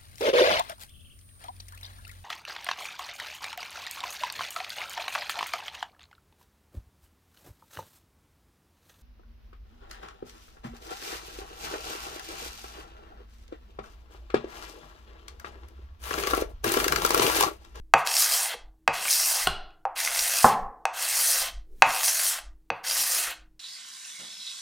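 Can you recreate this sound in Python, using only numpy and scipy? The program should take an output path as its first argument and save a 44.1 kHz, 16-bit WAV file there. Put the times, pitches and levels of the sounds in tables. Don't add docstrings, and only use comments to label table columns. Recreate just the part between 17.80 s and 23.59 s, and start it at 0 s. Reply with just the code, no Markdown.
import sys
import numpy as np
from scipy import signal
from scipy.fft import rfft, irfft, next_fast_len
from scipy.io import wavfile
from scipy.ndimage import uniform_filter1d

SR = 44100
rng = np.random.default_rng(int(sys.argv[2]) if len(sys.argv) > 2 else 0)


def decibels_to_gain(level_db):
    exponent = np.asarray(level_db, float) / 20
    return 10 ** exponent


def generate_wav(sig):
    pcm = np.round(np.clip(np.atleast_2d(sig).T, -1, 1) * 32767).astype(np.int16)
    wavfile.write(sys.argv[1], SR, pcm)


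N = 255492

# (frequency [Hz], level [dB], t60 [s])
BOARD_MODES = [(534.3, -6, 0.08), (696, -14.5, 0.047), (793.6, 0, 0.074), (913, 2.5, 0.033),
               (1056, 5, 0.013), (1211.5, 10, 0.0098), (1478, 0.5, 0.017), (1608, -8.5, 0.029),
               (1833, -1, .012), (2026, -10, 0.018), (3140, -17.5, 0.013)]
# (frequency [Hz], level [dB], t60 [s])
STEEL_MODES = [(2568, 5.5, 0.011), (3810, -19.5, 0.019), (4535, -12.5, 0.013), (5880, -14.5, 0.012),
               (7600, -17, 0.0011)]


def evened(x):
    return x / np.sqrt(np.mean(x ** 2) + 1e-20)


def read(points, hz):
    f, value = np.transpose(points)
    return np.interp(np.log(hz + 1), np.log(f + 1), value)


def add(mix, s, sound):
    part = mix[round(s * SR):][:len(sound)]
    part += sound[:len(part)]


def coloured(x, spectrum):
    size = next_fast_len(len(x))
    gain = decibels_to_gain(read(spectrum, np.fft.rfftfreq(size, 1 / SR)))
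    return evened(irfft(rfft(x, size) * gain, size)[:len(x)])


def resonate(x, hz, width):
    r = np.exp(-np.pi * width / SR)
    return signal.lfilter([1 - r, 0, r - 1], [1, -2 * r * np.cos(2 * np.pi * hz / SR), r * r], x)


def drift(size, rate_hz):
    lowpass = signal.butter(2, min(rate_hz, 9000), fs=SR)
    return evened(signal.lfilter(*lowpass, rng.standard_normal(size)))


def swells(times, tops_db, rise_db_s, fall_db_s, rest_db):
    grid = np.arange(0, N + 64, 64)
    late = grid[:, None] / SR - times
    slope_db = np.where(late < 0, rise_db_s * late, -fall_db_s * late)
    power = decibels_to_gain(2 * (tops_db + slope_db)).sum(1) + decibels_to_gain(2 * rest_db)
    return np.interp(np.arange(N), grid, np.sqrt(power))


def room_tone():
    # (time [s], rumble level [dB])
    heaves = [(0.0, -39), (0.14, -41.5), (0.841, -38), (1.13, -50), (1.69, -35.5), (1.79, -37.5),
              (2.29, -56.5), (2.42, -52), (2.84, -36.5), (3.63, -47), (3.77, -34), (3.93, -41), (4.09, -45),
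              (4.69, -35), (5.48, -52), (5.6, -43)]
    # (time [s], groan level [dB], creak level [dB])
    gives = [(0.3, -68, -74.5), (1.23, -62, -62.5), (1.47, -57.5, -64.5), (1.7, -69, -73),
             (2.76, -52.5, -70), (3.69, -59.5, -82.5), (3.93, -69.5, -64), (4.07, -44, -62),
             (4.34, -69.5, -80), (4.97, -66, -85), (5.21, -53.5, -62), (5.38, -67, -58.5),
             (5.48, -63, -61.5)]
    # (frequency [Hz], density [dB per Hz])
    rumble_colour = [(8.8, -32.5), (15, 14.5), (27, -21.5), (45, 4.5), (56, -14.5), (108, -39), (150, -59),
                     (200, -85.5), (330, -120)]
    # (frequency [Hz], density [dB per Hz])
    groan_colour = [(60, -26), (85, -5.5), (150, -5), (230, -10.5), (280, -5), (400, -26.5)]
    # (frequency [Hz], density [dB per Hz])
    air_colour = [(50, -20), (80, 0), (150, -5), (280, -12), (400, -18), (1000, -23), (2000, -30),
                  (4000, -42), (7000, -70)]
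    # (frequency [Hz], waver rate [Hz], level [dB])
    hum_lines = [(161.5, 8, -82), (317.6, 8, -74)]
    give_rise_db_s, give_fall_db_s = 198.5, 173
    s, groan_db, creak_db = np.transpose(gives)

    rumble = coloured(rng.standard_normal(N), rumble_colour)
    rumble = rumble * swells(*np.transpose(heaves), rise_db_s=279, fall_db_s=151.5, rest_db=-68)
    groan = coloured(rng.standard_normal(N), groan_colour)
    groan = groan * swells(s, groan_db - 3, give_rise_db_s, give_fall_db_s, rest_db=-79.5)
    creak = evened(resonate(resonate(rng.standard_normal(N), 385, 150), 385, 150))
    creak = creak * swells(s, creak_db + 2.0, give_rise_db_s, give_fall_db_s, rest_db=-84)
    hum = np.zeros(N)
    for hz, waver_hz, db in hum_lines:
        level = decibels_to_gain(db + 4.0 + 2 * drift(N, waver_hz))
        hum += level * np.sin(2 * np.pi * np.cumsum(hz + drift(N, waver_hz)) / SR)
    air = decibels_to_gain(-76) * coloured(rng.standard_normal(N), air_colour)
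    return rumble + groan + creak + hum + air


def ring(modes, tilt_db=0., damping=0.74, rise=0.00064):
    hz, db, t60 = np.array(modes).T[:, :, None]
    t = np.arange(SR // 3) / SR
    level_db = db + tilt_db * np.log2(hz / 1000) - 60 * damping * t / t60
    sound = (decibels_to_gain(level_db) * np.sin(2 * np.pi * hz * t)).sum(0)
    sound *= 1 - np.exp(-t / rise)
    return sound / abs(sound).max()


def rattled(sound):
    rattle, rattle_hz, onset_s = 0.47, 180, 0.0052
    onset = np.minimum(np.arange(len(sound)) / SR / onset_s, 1) ** 2
    return sound * (1 + rattle * drift(len(sound), rattle_hz) * onset)


def landing(blow_db, hard_db, tick_db, damping, thump_db, low_db):
    # (frequency [Hz], level [dB], t60 [s])
    thump_modes = [(91, -12, 0.15), (153, -11.5, 0.18), (236.2, 0, 0.045), (332, -2, .06), (467, 2, 0.11),
                   (564, 1.5, 0.11)]
    lowest = np.add(BOARD_MODES[0], (0, low_db, 0))
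    sound = rattled(ring([lowest] + BOARD_MODES[1:], hard_db, damping))
    sound = sound + decibels_to_gain(-13.5 + 0.68 * hard_db) * ring(STEEL_MODES)
    t = np.arange(400) / SR
    tick = resonate(rng.standard_normal(400), 4400, 4300) * np.exp(-t / 0.0015)
    sound[:400] += decibels_to_gain(tick_db + 8.0) * tick
    sound = signal.sosfilt(signal.butter(5, 560, "high", fs=SR, output="sos"), sound)
    return decibels_to_gain(blow_db) * (sound + decibels_to_gain(thump_db) * ring(thump_modes, rise=0.0069))


def patchy(x, depth_db):
    z = signal.stft(x, nperseg=256)[2]
    patches = uniform_filter1d(uniform_filter1d(rng.standard_normal(z.shape), 4, 0), 12, 1)
    return evened(signal.istft(z * decibels_to_gain(depth_db * evened(patches)), nperseg=256)[1][:len(x)])


def stroke(rows, bite_db, bite_loss_db, rub_db, chatter):
    # (frequency [Hz], density [dB per Hz])
    edge_colour = [(1470, -37.5), (2500, -17), (3650, -11.5), (4040, -2.5), (5660, 2), (7630, -0.5),
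                   (9660, 0.5), (14900, -3.5), (16000, -11.5), (16400, -59)]
    # (frequency [Hz], width [Hz], level [dB])
    sheen_modes = [(9170, 1800, -13), (11400, 290, -22.5), (13800, 300, -13)]
    # (frequency [Hz], width [Hz], level [dB])
    blade_modes = [(4950, 170, 10), (5540, 410, 6), (6360, 390, -0.5)]
    # (frequency [Hz], density [dB per Hz])
    grain_colour = [(180, -63), (300, -34.5), (344, -40), (494, -4), (686, 1.5), (964, -3.5), (2550, 4),
                    (3630, 2), (4500, 7.5), (5850, -35), (9900, -120)]
    s, level_db = np.transpose(rows)
    t = np.arange(s[0], s[-1], 1 / SR)
    size, sway_db = len(t), 3
    cut_db = np.interp(t, s, level_db)
    along = (t - s[0]) / (s[-1] - s[0])
    bite_db = bite_db + bite_loss_db * along
    board_db = np.minimum(rub_db + 25 - 0.83 * (cut_db + 26), 1 + 10.5 * along)

    slips = np.cumsum(95 * decibels_to_gain(2.0 * drift(size, 18))) / SR
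    hold = np.clip(chatter * (1 - 0.5 * along), 0, 1)
    stick_db = 9 * hold * (np.cos(2 * np.pi * slips) + 2.4 * drift(size, 160))
    fibres = rng.standard_normal((3, size)) * decibels_to_gain(2.4 * np.minimum(rng.exponential(1, (3, size)), 5))

    edge = coloured(fibres[0], edge_colour) * decibels_to_gain(0.09 * stick_db + 1.0 * drift(size, 60))
    sheen = sum(decibels_to_gain(db + 5.5 + 1.5 * drift(size, 4.1)) * resonate(edge, hz, width)
                for hz, width, db in sheen_modes)
    edge = edge + sheen
    bent = fibres[1] * decibels_to_gain(stick_db)
    blade = evened(sum(decibels_to_gain(db + sway_db * drift(size, 6.9)) * resonate(bent, hz, width)
                       for hz, width, db in blade_modes))
    rub = coloured(fibres[2] * decibels_to_gain(0.36 * stick_db), grain_colour)
    body = sum(decibels_to_gain(0.036 * db + 10 + sway_db * drift(size, 3.6)) * resonate(rub, hz, 3 / t60)
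               for hz, db, t60 in BOARD_MODES + STEEL_MODES[:1])
    rub = rub + body

    sound = patchy(edge, sway_db * 2 / 3)
    sound = sound + decibels_to_gain(2.5 * (bite_db + 5.0) - 11.5) * blade
    sound = sound + decibels_to_gain(board_db) * patchy(rub, sway_db / 2)
    return s[0], decibels_to_gain(cut_db - 4.0) * sound * signal.windows.tukey(size, 400 / size)


def crack(sound, seconds):
    return sound * np.exp(-np.arange(len(sound)) / SR / seconds)


def shop(x, damping=1.):
    # (frequency [Hz], t60 [s])
    decay = [(60, 0.079), (250, 0.68), (800, 0.58), (2500, 0.43), (6000, 0.46), (15000, 0.22)]
    taps = np.zeros(SR)
    at = np.arange(300, SR - 20, 20)
    taps[at + rng.integers(0, 20, len(at))] = rng.choice([-1., 1.], len(at))
    hz, t, z = signal.stft(taps, SR, nperseg=256)
    fade = decibels_to_gain(-60 * damping * t / read(decay, hz)[:, None])
    tail = signal.istft(z * fade, SR, nperseg=256)[1]
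    tail[:280] = 0
    return signal.fftconvolve(x, tail / np.linalg.norm(tail))[:N]


def gated(x, floor_db=-79., ratio=.75):
    z = signal.stft(x, nperseg=256, noverlap=192)[2]
    power = uniform_filter1d(uniform_filter1d(abs(z) ** 2, 8, 0), 6, 1)
    level_db = 10 * np.log10(power.clip(1e-20))
    gain = decibels_to_gain(ratio * np.minimum(level_db - floor_db, 0))
    return signal.istft(z * gain, nperseg=256, noverlap=192)[1][:N]


def snag(s, db, hz):
    t = np.arange(600) / SR
    burst = resonate(rng.standard_normal(600) * t * np.exp(-t / .0013), hz, hz / 5)
    return s - .001, decibels_to_gain(db - 5.5) * burst / abs(burst).max()


def snags(start, end, db, hz):
    gap_s, jitter_s, spread_db, spread = .0105, .001, 2, .07
    count = round((end - start) / gap_s) + 1
    chance = rng.standard_normal((8, 3))[:count] * (count > 1)
    times = np.linspace(start, end, count) + jitter_s * chance[:, 0] * (np.arange(count) > 0)
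    return [snag(s, db + spread_db * a, hz * np.exp(spread * b)) for s, (_, a, b) in zip(times, chance)]


def knock(db, rise, modes):
    return decibels_to_gain(db) * rattled(ring(modes, rise=rise))


def scene():
    landing_s = [.1379, .2727, 1.0774, 2.0527, 3.0537, 4.0217, 4.9024]
    # (blow [dB], hardness [dB per octave], tick [dB], damping [factor], bench thump [dB])
    landings = [(4.5, 5, -26, 0.92, -25.5), (-14.5, 9, -4, 2.5, -49), (-1.5, 8.5, -23.5, 1.2, -23.5),
                (-12, -16, -37.5, 1.04, -42), (-6, 3, -21, 1.6, -58), (6, 9.5, -22.5, 1.2, -37),
                (-8.5, 6.5, -33, 1.64, -21.5)]
    low_mode_db = [-0.5, -0.5, 0.5, -13.5, -4, 0.5, 10]
    # (time [s], cut level [dB])
    strokes = [
        [(0.172, -46), (0.194, -40.5), (0.235, -60.5)],
        [(0.242, -62.5), (0.254, -39.5), (0.268, -32), (0.402, -17), (0.486, -24), (0.534, -19.5), (0.658, -26),
         (0.742, -43), (0.77, -81)],
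        [(1.12, -66), (1.138, -37), (1.26, -29), (1.322, -18), (1.374, -21.5), (1.502, -21.5), (1.646, -26.5),
         (1.684, -46), (1.74, -69)],
        [(2.15, -56.5), (2.161, -37.5), (2.181, -29.5), (2.257, -25), (2.301, -32), (2.373, -22.5),
         (2.661, -24.5), (2.735, -42.5), (2.752, -59)],
        [(3.122, -71), (3.14, -41), (3.218, -26), (3.266, -27), (3.364, -21), (3.516, -19), (3.626, -25),
         (3.688, -37.5), (3.708, -58)],
        [(4.055, -46.5), (4.085, -33.5), (4.153, -27), (4.213, -28), (4.249, -18.5), (4.327, -23.5),
         (4.485, -20.5), (4.59, -38.5), (4.607, -57)],
        [(5.03, -63), (5.044, -38), (5.068, -29.5), (5.216, -20.5), (5.26, -25.5), (5.366, -20.5), (5.44, -27),
         (5.522, -39), (5.545, -57)],
    ]
    # (blade bite [dB], bite lost along the stroke [dB], board rub [dB], chatter [0-1])
    grips = [(-4.5, -6, -37.5, .25), (-1.5, -6, -29.5, 0.4), (-3.5, 0, -31, .25), (-3.5, -2, -29.5, 0.4),
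             (-5.5, -1.5, -30.5, 0.2), (-4.5, -6.5, -31, 0.6), (-1, -10, -31, 0.3)]
    # (start [s], end [s],
    # level [dB], centre [Hz])
    catches = [(0.3537, 0.356, -12.5, 6390), (0.3835, 0.4436, -10, 5690), (1.2535, 1.2546, -16, 1530),
               (1.282, 1.283, -12, 2340), (1.3072, 1.355, -10, 5040), (1.4796, 1.475, -16, 7240),
               (1.6726, 1.6714, -12, 9000), (1.9057, 1.909, -43.5, 2770), (2.2747, 2.276, -9, 1946),
               (2.391, 2.392, -7, 4740), (2.586, 2.5885, -9, 5330), (4.238, 4.2927, -13.5, 5690),
               (5.0994, 5.098, -12.5, 4760), (5.12, 5.116, -16.5, 4680), (5.1416, 5.138, -13.5, 6360),
               (5.1656, 5.176, -14, 5400), (5.1984, 5.212, -16, 5660)]
    knock_s = [.739, 1.6706, 2.6442]
    # (level [dB], echo [dB], rise [s])
    knocks = [
        (-30.5, -10.5, 0.0081),
        (-7, -6, 0.0013),
        (0.5, -5, 0.00084),
    ]
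    # (frequency [Hz], level [dB], t60 [s])
    bench_modes = [
        [(481, -27, 0.067), (810, -10.5, 0.011), (1120, -20.5, 0.016)],
        [(61, -18.5, 0.23), (163, -8.5, 0.018), (400, -6, 0.02), (737, -0.5, 0.03), (1086, -7.5, 0.056),
         (1416, 5, 0.015), (2070, 2, 0.0065), (2893, 8, 0.0098), (3290, 2.5, 0.011), (4144, 8, 0.0054),
         (4730, -3, 0.0079), (5800, -6, 0.0043), (8700, -7, 0.0039), (11900, -3, 0.0026)],
        [(111.3, -48, 0.074), (182, -32.5, 0.028), (240, -11.5, 0.0506), (352.6, -18, 0.046),
         (505, -9.5, 0.043), (615, -12.5, 0.048), (804, 0, 0.03), (878, 1, 0.028), (1035, 6, 0.021),
         (1218, -7, 0.028), (1431, -10, 0.031), (1606, -6.5, 0.01)],
    ]

    scrape, close, landed, far = np.zeros((4, N))
    for s, row, low_db in zip(landing_s, landings, low_mode_db):
        sound = landing(*row, low_db)
        add(close, s, sound)
        add(landed, s, crack(sound, 0.0094))
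    for rows, grip in zip(strokes, grips):
        add(scrape, *stroke(rows, *grip))
    for row in catches:
        for s, sound in snags(*row):
            add(scrape, s, sound)
    for s, (db, echo_db, rise), modes in zip(knock_s, knocks, bench_modes):
        sound = knock(db, rise, modes)
        add(close, s, sound)
        add(far, s, decibels_to_gain(echo_db + 3.5) * crack(sound, 0.0045))

    dull = signal.lfilter(*signal.butter(1, 4000, fs=SR), landed)
    rooms = shop(decibels_to_gain(-11.0) * scrape, 1.45) + shop(decibels_to_gain(-7.0) * dull, 0.99) + shop(far)
    return np.array([close + gated(scrape + rooms) + room_tone()] * 2)


def top_cut(x):
    return signal.sosfilt(signal.butter(12, 16510, fs=SR, output="sos"), x)


def record(dry):
    steep = signal.firwin(511, 16420, window=("kaiser", 8), fs=SR)
    mix = signal.oaconvolve(np.clip(dry, -1, 1), steep[None], "same")
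    return top_cut(mix)


dry = scene()
out = record(dry)
generate_wav(out)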